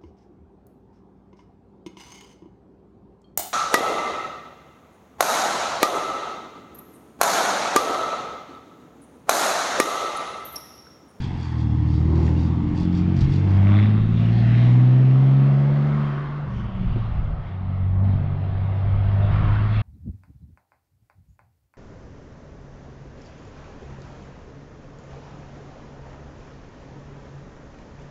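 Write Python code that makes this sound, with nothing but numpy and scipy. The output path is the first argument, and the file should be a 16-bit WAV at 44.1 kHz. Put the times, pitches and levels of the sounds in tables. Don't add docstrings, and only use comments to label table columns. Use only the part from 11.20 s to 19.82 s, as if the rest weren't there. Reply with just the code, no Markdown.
import sys
import numpy as np
from scipy import signal
from scipy.fft import rfft, irfft, next_fast_len
from scipy.io import wavfile
from scipy.ndimage import map_coordinates

SR = 44100
rng = np.random.default_rng(int(sys.argv[2]) if len(sys.argv) > 2 else 0)


def log_audio(samples):
    frames = np.atleast_2d(samples).T
    limited = np.clip(frames, -1, 1)
    pcm = np.round(limited * 32767).astype(np.int16)
    wavfile.write(sys.argv[1], SR, pcm)


N = 380141
T = np.arange(N) / SR
FAR = np.clip(np.interp(T, [.3, 1.3, 2.7], [0, .08, 1]), 0, 1)

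# start in seconds, level in dB.
CRACKS = [(1.08, -27), (2.471, -26), (2.491, -28), (2.541, -27), (2.5505, -25), (2.57, -27), (2.589, -18),
          (2.5995, -22), (2.628, -23), (2.658, -23.5), (2.706, -28), (8.141, -29), (8.162, -28),
          (8.328, -28), (8.355, -28)]
# frequency in Hz, relative level in dB.
CRACKLE = [(900, -25.5), (1500, -5.5), (1800, -2), (2150, -4), (2500, -5.5), (3400, -11.5), (4100, -13.5),
           (5500, -26), (8000, -63)]


def amp(db):
    return np.exp(np.asarray(db) * (np.log(10) / 20))


def unit(x):
    return x / np.sqrt(np.mean(x ** 2) + 1e-20)


def curves(table):
    times, *columns = np.transpose(table)
    return [np.interp(T, times, column) for column in columns]


def swell(centre, length):
    return np.cos(np.pi * np.clip((T - centre) / length, -.5, .5))


def wander(rate):
    knots = rng.standard_normal(4096)
    return np.interp(T, T[::64], unit(map_coordinates(knots, [T[::64] * rate], order=3, mode="wrap")))


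def gain_at(spectrum, hz):
    table_hz, db = np.transpose(spectrum)
    return amp(np.interp(np.log(hz + 1), np.log(table_hz + 1), db))


def colour(x, spectrum):
    size = next_fast_len(len(x) + 8192)
    hz = np.fft.rfftfreq(size, 1 / SR)
    gain = gain_at(spectrum, hz) / (1 + (hz / spectrum[-1][0]) ** 4)
    return irfft(rfft(x, size) * gain, size)[:len(x)]


def shimmer(x, depth_db, patch_hz=260, patch_s=.11):
    hz, times, bands = signal.stft(x, SR, nperseg=512)
    grid = np.meshgrid(hz / patch_hz, times / patch_s, indexing="ij")
    patches = unit(map_coordinates(rng.standard_normal((128, 128)), grid, order=3, mode="wrap"))
    return signal.istft(bands * unit(amp(depth_db * patches)), SR, nperseg=512)[1][:N]


def wind(breeze_db=-44, lump_db=1.6):
    # centre in seconds, length in seconds, level in dB.
    gusts = [(0.054, 0.43, -38.5), (1.66, 0.65, -36.5), (2.057, .18, -22.5), (2.502, .78, -39),
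             (2.894, .27, -33.5), (5.42, 0.31, -36), (5.685, 0.39, -26.5), (5.962, 0.35, -26.5),
             (6.164, 0.3, -29), (6.47, .14, -32), (6.722, 0.53, -31), (6.982, 0.19, -30.5), (7.3, .6, -36),
             (7.763, 0.32, -23.5), (8.25, 0.88, -23.5), (8.58, .2, -35)]
    # frequency in Hz, relative level in dB.
    tone = [(5, -12), (20, -1.5), (45, 0), (80, -2.5), (130, -6), (200, -22), (400, -47.5), (1000, -64)]
    strength = amp(breeze_db) + sum(amp(db) * swell(s, length) for s, length, db in gusts)
    return strength * amp(lump_db * wander(19)) * unit(colour(rng.standard_normal(N), tone))


def bumps():
    # start in seconds, peak level in dB, rise time in seconds.
    thuds = [(5.755, -24, .01), (6.07, -32, .014), (6.99, -33, .01)]
    # frequency in Hz, relative level in dB.
    tone = [(30, 5), (110, 5), (230, 0), (350, -7), (550, -17.5), (1200, -30)]
    out = np.zeros(N)
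    for start, db, rise in thuds:
        age = np.maximum(T - start, 0) / rise
        out += amp(db) * age * np.exp(1 - age) * unit(colour(rng.standard_normal(N), tone))
    return out


def scuffs(decay_s=.003):
    # start in seconds, peak level in dB.
    bursts = [(.21, -48), (.385, -50), (.957, -48), (1.03, -46), (1.057, -48), (1.091, -48), (1.586, -47),
              (1.728, -49), (2.007, -43), (2.139, -42), (2.16, -42), (2.372, -49)]
    # frequency in Hz, relative level in dB.
    tone = [(2000, -19), (3500, 3.5), (4600, 5.5), (6700, -6), (8200, -17.5), (10500, -24), (15000, -35.5)]
    strength = sum(amp(db) * (T >= s) * np.exp(-abs(T - s) / decay_s) for s, db in bursts)
    return unit(colour(strength * rng.standard_normal(N), tone)) * np.sqrt(np.mean(strength ** 2))


def rustle(grains_per_s=800, grain_share=.65):
    # centre in seconds, length in seconds, level in dB.
    swishes = [(.03, .14, -51.5), (.255, .2, -54), (.41, .09, -56), (.745, .18, -56), (1.045, .22, -52.5),
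               (1.22, .18, -53), (1.604, .13, -49), (1.777, .12, -50.5), (2.015, .13, -48.5),
               (2.145, .14, -48.5), (2.323, .12, -56.5)]
    # frequency in Hz, relative level in dB.
    tone = [(1000, -20.5), (2000, -11.5), (2500, 3.5), (2950, -9), (3300, 2), (3620, 0.5), (3850, -3),
            (4300, -3), (4550, 4.5), (4800, 0.5), (5200, -4.5), (5600, -2), (6200, -11), (6750, -9.5),
            (7300, -14.5), (8200, -19.5), (10000, -28.5), (15000, -46)]
    sizes = amp(4 * np.minimum(rng.exponential(1, N), 4))
    grains = unit(sizes * rng.choice([-1, 1], N) * (rng.random(N) < grains_per_s / SR))
    texture = np.sqrt(grain_share) * grains + np.sqrt(1 - grain_share) * rng.standard_normal(N)
    clumps = amp(1.2 * wander(60))
    strength = sum(amp(db) * swell(s, length) for s, length, db in swishes)
    return strength * unit(shimmer(colour(texture * clumps, tone), depth_db=2.4)) + scuffs()


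def tree_echo(x, fade_s=.83, onset_s=.0024, echoes_per_s=2000):
    # frequency in Hz, relative level in dB.
    tone = [(50, 1.5), (200, 1), (1500, -4), (4000, -2), (9000, -14.5)]
    t = np.arange(SR) / SR
    echoes = rng.standard_normal(SR) * (rng.random(SR) < echoes_per_s / SR)
    tail = colour(echoes * amp(-60 * t / fade_s) * (1 - np.exp(-t / onset_s)), tone)
    return signal.fftconvolve(x, tail / np.linalg.norm(tail))[:N]


def resonate(x, hz, width):
    spin = np.exp(2j * np.pi * hz * T)
    decay = np.exp(-np.pi * width / SR)
    return 2 * (spin * signal.lfilter([(1 - decay) ** 2], [1, -2 * decay, decay ** 2], x / spin)).real


def whistles():
    # centre and length in seconds, pitch and width in Hz,
    # level in dB.
    turbo = [(0.036, 0.19, 3370, 330, -52), (0.315, 0.95, 3350, 220, -59.5), (2.74, 0.82, 3720, 452, -59),
             (3.0, 0.16, 3600, 545, -50.5), (3.06, .14, 2864, 300, -51), (3.18, 0.17, 4120, 800, -53.5),
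             (3.42, 0.25, 3830, 493, -52), (5.37, 0.22, 5500, 1595, -68), (5.38, 0.13, 3034, 400, -55),
             (5.7, 1, 2930, 403, -62), (6.91, 0.16, 3910, 894, -65), (8.05, .1, 3460, 352, -53.5),
             (8.56, .13, 3455, 500.7, -51.5)]
    hoots = [(1.04, .6, 480, 260, -43), (1, .36, 980, 300, -44), (2.42, .25, 2170, 300, -51),
             (2.57, .32, 1200, 480, -42), (2.59, .24, 3500, 600, -47), (3.32, .34, 1800, 520, -45),
             (4.52, .8, 560, 220, -39.5), (6.58, .25, 2050, 450, -59), (6.87, .11, 2040, 400, -56),
             (8.21, .12, 1150, 260, -43), (8.36, .12, 1480, 220, -43.5), (8.44, .07, 1150, 220, -42)]
    return sum(amp(db) * swell(s, length) * unit(resonate(rng.standard_normal(N), hz, width))
               for s, length, hz, width, db in turbo + hoots)


def full_load():
    # centre and length in seconds, peak from 0 to 1.
    spells = [(2.585, 0.62, 0.8), (3.3, 0.4, 0.4)]
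    return np.clip(sum(peak * swell(s, length) for s, length, peak in spells), 0, .95)


def ragged(from_s=4.25, until_s=7, rise_s=.05, fall_s=.19):
    return np.clip(np.minimum((T - from_s) / rise_s, (until_s - T) / fall_s), 0, 1)


def cracks(ring_hz=1900, decay_s=.0011, grit=.9):
    out = np.zeros(N)
    age = np.arange(900) / SR
    for (start, db), detune in zip(CRACKS, rng.uniform(.8, 1.3, len(CRACKS))):
        front = np.sin(2 * np.pi * ring_hz * detune * age) + grit * rng.standard_normal(len(age))
        out[round(start * SR):][:len(age)] += amp(db) * front * np.exp(-age / decay_s)
    return colour(out, CRACKLE) / gain_at(CRACKLE, ring_hz)


def steel_pipe(gas):
    # frequency in Hz, width in Hz, lift in dB.
    bands = [(1200, 750, 0.5), (1730, 200, 0), (2125, 270, 4), (2760, 170, 3), (3160, 200, 4.5),
             (3460, 300, 3), (4120, 200, -1)]
    rings = sum((amp(db) - 1) * signal.lfilter(*signal.iirpeak(hz, hz / width, fs=SR), gas)
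                for hz, width, db in bands)
    return amp(-2) * (gas + rings)


def rasp(firings, firing_hz, bite_s=.018):
    # time in seconds, then the levels in dB that roar and bark follow.
    rush_levels = [(0.0, -45, -45), (0.81, -47, -47.5), (0.96, -41.5, -45), (1.27, -42.5, -48),
                   (1.65, -45, -47.5), (2.05, -45.5, -46.5), (2.35, -38.5, -40), (2.57, -37, -42.5),
                   (2.85, -47, -43), (3.17, -41, -45.5), (3.19, -42, -44.5), (3.9, -38.5, -42),
                   (4.55, -42, -39.5), (4.9, -40.5, -36), (5.35, -49, -45), (5.79, -45.5, -45),
                   (6.7, -47.5, -50), (6.84, -39, -45), (7.03, -44, -47.5), (7.32, -44.5, -46),
                   (7.97, -39, -42.5), (8.02, -39, -40.5), (8.14, -37.5, -35), (8.62, -42.5, -37)]
    # time in seconds, level in dB.
    treble_levels = [(0.0, -50), (0.53, -55.5), (0.93, -52.5), (0.98, -50), (1.38, -53.5), (1.51, -52.5),
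                     (1.58, -51.5), (1.94, -51), (2.01, -49), (2.33, -48.5), (2.47, -45), (2.6, -42.5),
                     (2.67, -45), (2.77, -49.5), (2.9, -52.5), (3.0, -47.5), (3.27, -43.5), (3.45, -41.5),
                     (3.58, -48.5), (4.56, -50), (4.87, -48.5), (5.23, -57), (5.86, -52.5), (6.17, -60.5),
                     (6.29, -54.5), (6.39, -60.5), (6.58, -57.5), (6.78, -61), (7.05, -57), (7.99, -50.5),
                     (8.06, -48), (8.62, -46)]
    # start and decay in seconds, lift in dB.
    surges = [(6.83, 0.11, 7.5), (8.1, 0.16, 4), (8.52, 0.14, 3.5)]
    # frequency in Hz, relative level in dB.
    roar_near = [(300, -4.5), (450, -13.5), (550, -11.5), (660, -7.5), (760, -2), (870, 3), (1000, -8),
                 (1600, -41.5)]
    roar_far = [(200, -29), (370, -2), (480, -5), (550, 0), (605, 2), (700, 0), (820, -2.5), (1000, -7.5),
                (1600, -42.5)]
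    bark_near = [(600, -44.5), (820, -8), (920, -2), (1100, -1.5), (1300, -7), (1600, -12.5), (3000, -44.5)]
    bark_far = [(500, -34), (800, -6.5), (950, -2), (1150, 2), (1500, -4.5), (1900, -10), (3000, -38)]
    fizz_tone = [(2500, -22.5), (3800, -12), (4300, -3), (5200, -5.5), (6500, -11), (8000, -19),
                 (11000, -33.5), (15000, -54)]
    roar_db, bark_db, treble_db = curves(rush_levels) + curves(treble_levels)
    for start, decay, db in surges:
        treble_db += db * np.clip((T - start) / bite_s, 0, 1) * np.exp(-abs(T - start) / decay)
    size = amp(.7 * rng.standard_normal(2048)[firings.astype(int)])
    age = firings % 1
    puffs = unit(size * np.exp(-age / .25))
    fronts = unit(size * np.exp(-age / .12) * (1 + .9 * rng.standard_normal(N)))
    load = full_load()

    def jet(tone, pulsing, shock=0):
        gate = np.sqrt(np.maximum(1 - pulsing + pulsing * puffs ** 2, 0))
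        gas = unit(colour(gate * rng.standard_normal(N), tone))
        return np.sqrt(1 - shock) * gas + np.sqrt(shock) * unit(colour(fronts, tone))

    near, far = np.sqrt(1 - FAR), np.sqrt(FAR)
    roar = near * jet(roar_near, .63) + far * jet(roar_far, .13)
    bark = near * jet(bark_near, .13) + far * jet(bark_far, .17, shock=load ** 2)
    crackle = jet(CRACKLE, .2, shock=load)
    fizz = jet(fizz_tone, .19)
    fizz_db = -14.5 + .81 * treble_db - 6.5 * load
    fizz_db -= 1.91 * T
    fizz_db += .0456 * np.maximum(firing_hz - 117, 0)
    return (amp(1.7 + .97 * roar_db) * roar + amp(.7 + .99 * bark_db) * bark
            + amp(2.3 + .99 * treble_db) * crackle + amp(fizz_db) * fizz)


def order_tone(cycle, order, fade_db, sway, lag=0., sway_rate=8):
    offset = rng.random() * (order % 3 > 0) - lag * order
    level = np.sqrt(2) * amp(fade_db * wander(3.998))
    return level * np.cos(2 * np.pi * (order * cycle + offset) + sway * wander(sway_rate))


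def burble(cycle, firing_hz, boom_db, burble_db, smear_hz=340):
    # order, relative level in dB.
    throb_orders = [(3, -35.5), (4, -28), (5, -25.5), (7, -22.5), (8, -14.5), (10, -14), (11, -17.5)]
    ladder_orders = [(13, -5), (14, -18.5), (15, -3.5), (16, -7.5), (17, -8), (18, -2.5), (19, -12.5),
                     (20, -18), (21, -4), (22, -8), (23, -11.5), (24, -6), (25, -9), (26, -15.5),
                     (27, -9.5), (28, -23.5), (29, -16.5), (30, -9.5), (31, -17.5), (32, -19.5),
                     (33, -15.5), (34, -12.5), (36, -10)]
    # frequency in Hz, relative level in dB.
    pipe_near = [(60, -14), (150, 7), (230, 3.5), (305, 6.5), (370, -5.5), (450, -1.5), (560, -26),
                 (900, -38.5)]
    pipe_far = [(60, -20.5), (150, 2.5), (235, 3.5), (305, -5.5), (370, -7.5), (450, -12), (560, -13.5),
                (900, -34)]
    throb = sum(amp(db) * order_tone(cycle, round(order), fade_db=3.5, sway=.39)
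                for order, db in throb_orders)
    throb_db = 3.1 + .17 * boom_db + .69 * burble_db
    throb_db -= .35 * np.maximum(firing_hz - 121, 0)
    orders, order_db = np.transpose(ladder_orders)
    hz = np.round(orders)[:, None] * firing_hz[::256] / 6
    far, blur = FAR[::256], ragged()
    gains = amp(order_db[:, None]) * ((1 - far) * gain_at(pipe_near, hz) + far * gain_at(pipe_far, hz))
    gains /= np.linalg.norm(gains, axis=0)
    smear = (FAR + .6 * blur) * (firing_hz / 6 / smear_hz) ** 2
    ladder = np.zeros(N)
    for order, gain in zip(orders, gains):
        sway = .25 + smear * order ** 2
        tone = order_tone(cycle, round(order), fade_db=2, sway=sway, lag=.015, sway_rate=45)
        ladder += np.interp(T, T[::256], gain) * tone
    puffs = np.exp(-2 * (6 * cycle % 1))
    uneven = unit(colour(puffs * rng.standard_normal(N), pipe_far))
    uneven_db = -10.5 * (1 - FAR) - 11 * FAR + 7 * blur
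    upper = amp(-2.5 - 5.5 * blur) * ladder + amp(uneven_db) * uneven
    return amp(throb_db) * throb + amp(burble_db) * upper


def boom(cycle, boom_db, burble_db):
    # centre in seconds, length in seconds, change in dB.
    fifth_lulls = [(4.206, 0.41, -2.5), (5.14, 0.46, -13.5), (6.799, .4, -5)]
    # centre and length in seconds, order, level in dB.
    drones = [(0.58, 0.68, 9, -25), (0.641, .65, 18, -38.5), (0.69, 0.86, 23, -35), (0.978, 0.29, 25, -32),
              (0.97, 0.37, 28, -37), (1.168, 0.35, 22, -32), (1.303, 0.6, 19, -39.5), (1.65, .7, 21, -32),
              (2.095, 0.66, 21, -38), (2.201, 0.52, 19, -36), (1.773, 0.48, 12, -24.5),
              (2.074, 0.41, 9, -24.5), (2.547, .26, 18, -33), (2.5, 0.18, 36, -41), (2.589, 0.58, 12, -28),
              (2.972, 0.68, 9, -28.5), (3.221, 0.66, 3, -34.5), (4.542, 1.3, 3, -41.5),
              (3.595, 0.91, 15, -40), (4.499, 0.59, 15, -42), (4.598, 0.41, 9, -40),
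              (5.374, 0.37, 5, -29.5), (5.348, 0.27, 8, -35.5), (5.33, .24, 3, -36), (5.428, .26, 9, -46),
              (5.624, .2, 9, -30.5), (5.694, 0.41, 5, -30.5), (6.115, .26, 9, -37),
              (6.547, 0.62, 12, -38.5), (6.858, 0.27, 12, -32), (6.932, 0.36, 15, -42), (7.1, .4, 9, -37),
              (7.99, 0.34, 12, -38), (8.033, 0.19, 36, -38.5), (8.29, 0.37, 18, -42.5),
              (2.22, 0.44, 28, -44)]
    blur = ragged()
    phase = 2 * np.pi * 6 * cycle + .13 * blur * wander(30)
    octave_db = 9.93 + .45 * boom_db + 1.043 * burble_db - 8 * blur
    fifth_db = -10.5 + .18 * boom_db + .53 * burble_db
    fifth_db -= 10.5 * full_load()
    fifth_db += sum(db * swell(s, length) for s, length, db in fifth_lulls)
    notes = np.sqrt(2) * (amp(boom_db) * np.cos(phase) + amp(octave_db) * np.sin(2 * phase))
    fifth = order_tone(cycle, 9, fade_db=2.5, sway=.1 + .2 * blur, lag=.0035, sway_rate=30)
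    notes += amp(fifth_db) * fifth
    shaky = cycle + .00084 * wander(35)
    for centre, length, order, db in drones:
        tone = order_tone(shaky, round(order), fade_db=.5, sway=.085 + .22 * blur, lag=.0079, sway_rate=20)
        notes += amp(db) * swell(centre, length) * tone
    return notes


def truck(puff_lead=.25):
    # time in seconds, firings per second.
    revs = [(0, 93.2), (.3, 82.4), (.48, 76.93), (1.1, 80.82), (1.8, 88.64), (2.4, 97.6), (2.8, 108.5),
            (3.5, 121.7), (4, 133.1), (4.72, 145.2), (4.92, 142.1), (5.23, 146.5), (5.6, 124.6), (5.8, 115),
            (6, 103.4), (6.35, 93.56), (6.72, 93.66), (6.85, 97.8), (7.02, 95.05), (7.8, 98.4),
            (8.62, 107.2)]
    # time in seconds, level in dB.
    boom_levels = [(0, -30.5), (.3, -30.5), (.37, -26), (.97, -19), (1.28, -22), (1.5, -28.5), (1.8, -23.5),
                   (2.1, -23), (2.4, -14), (2.6, -14), (2.88, -19.5), (3.55, -12.5), (4.2, -14),
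                   (4.78, -20.5), (5.08, -29), (5.24, -28), (5.3, -37), (5.5, -38), (5.6, -31.5),
                   (5.8, -24), (5.94, -34), (6.2, -39), (6.33, -30.5), (6.87, -16.5), (7.05, -25.5),
                   (7.5, -23), (8, -18), (8.62, -21)]
    burble_levels = [(0, -32), (.3, -35), (.45, -29), (.8, -26.5), (.98, -24.5), (1.5, -26), (2.3, -30.5),
                     (2.65, -30), (3, -32), (4.1, -35.5), (4.7, -35), (4.95, -38.5), (5.25, -39.5),
                     (5.32, -40), (6.2, -45), (6.87, -37), (7.7, -46), (8.25, -39), (8.62, -41.5)]
    firing_hz, boom_db, burble_db = curves(revs) + curves(boom_levels) + curves(burble_levels)
    firings = np.cumsum(firing_hz * (1 + .003 * wander(25))) / SR
    loudest_s = max(CRACKS, key=lambda crack: crack[1])[0]
    firings -= (np.interp(loudest_s, T, firings) + puff_lead) % 1
    cycle = firings / 6
    rough = burble(cycle, firing_hz, boom_db, burble_db)
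    rough += shimmer(steel_pipe(rasp(firings + puff_lead, firing_hz)), depth_db=1.4)
    echo_db = -16 * (1 - FAR) - 14 * FAR
    return boom(cycle, boom_db, burble_db) + amp(-2.5) * rough + amp(echo_db) * tree_echo(rough)


def scene():
    mix = truck() + cracks() + whistles() + wind() + rustle() + bumps()
    return (mix + amp(-100) * rng.standard_normal(N))[None]


def record(dry, fade_s=.004, top_hz=15600):
    ends = np.clip(np.minimum(T, T[-1] - T) / fade_s, 0, 1)
    low_pass = signal.firwin(511, top_hz, window=("kaiser", 9), fs=SR)
    return signal.oaconvolve(dry * ends, low_pass[None], "same")


dry = scene()
out = record(dry)
log_audio(out)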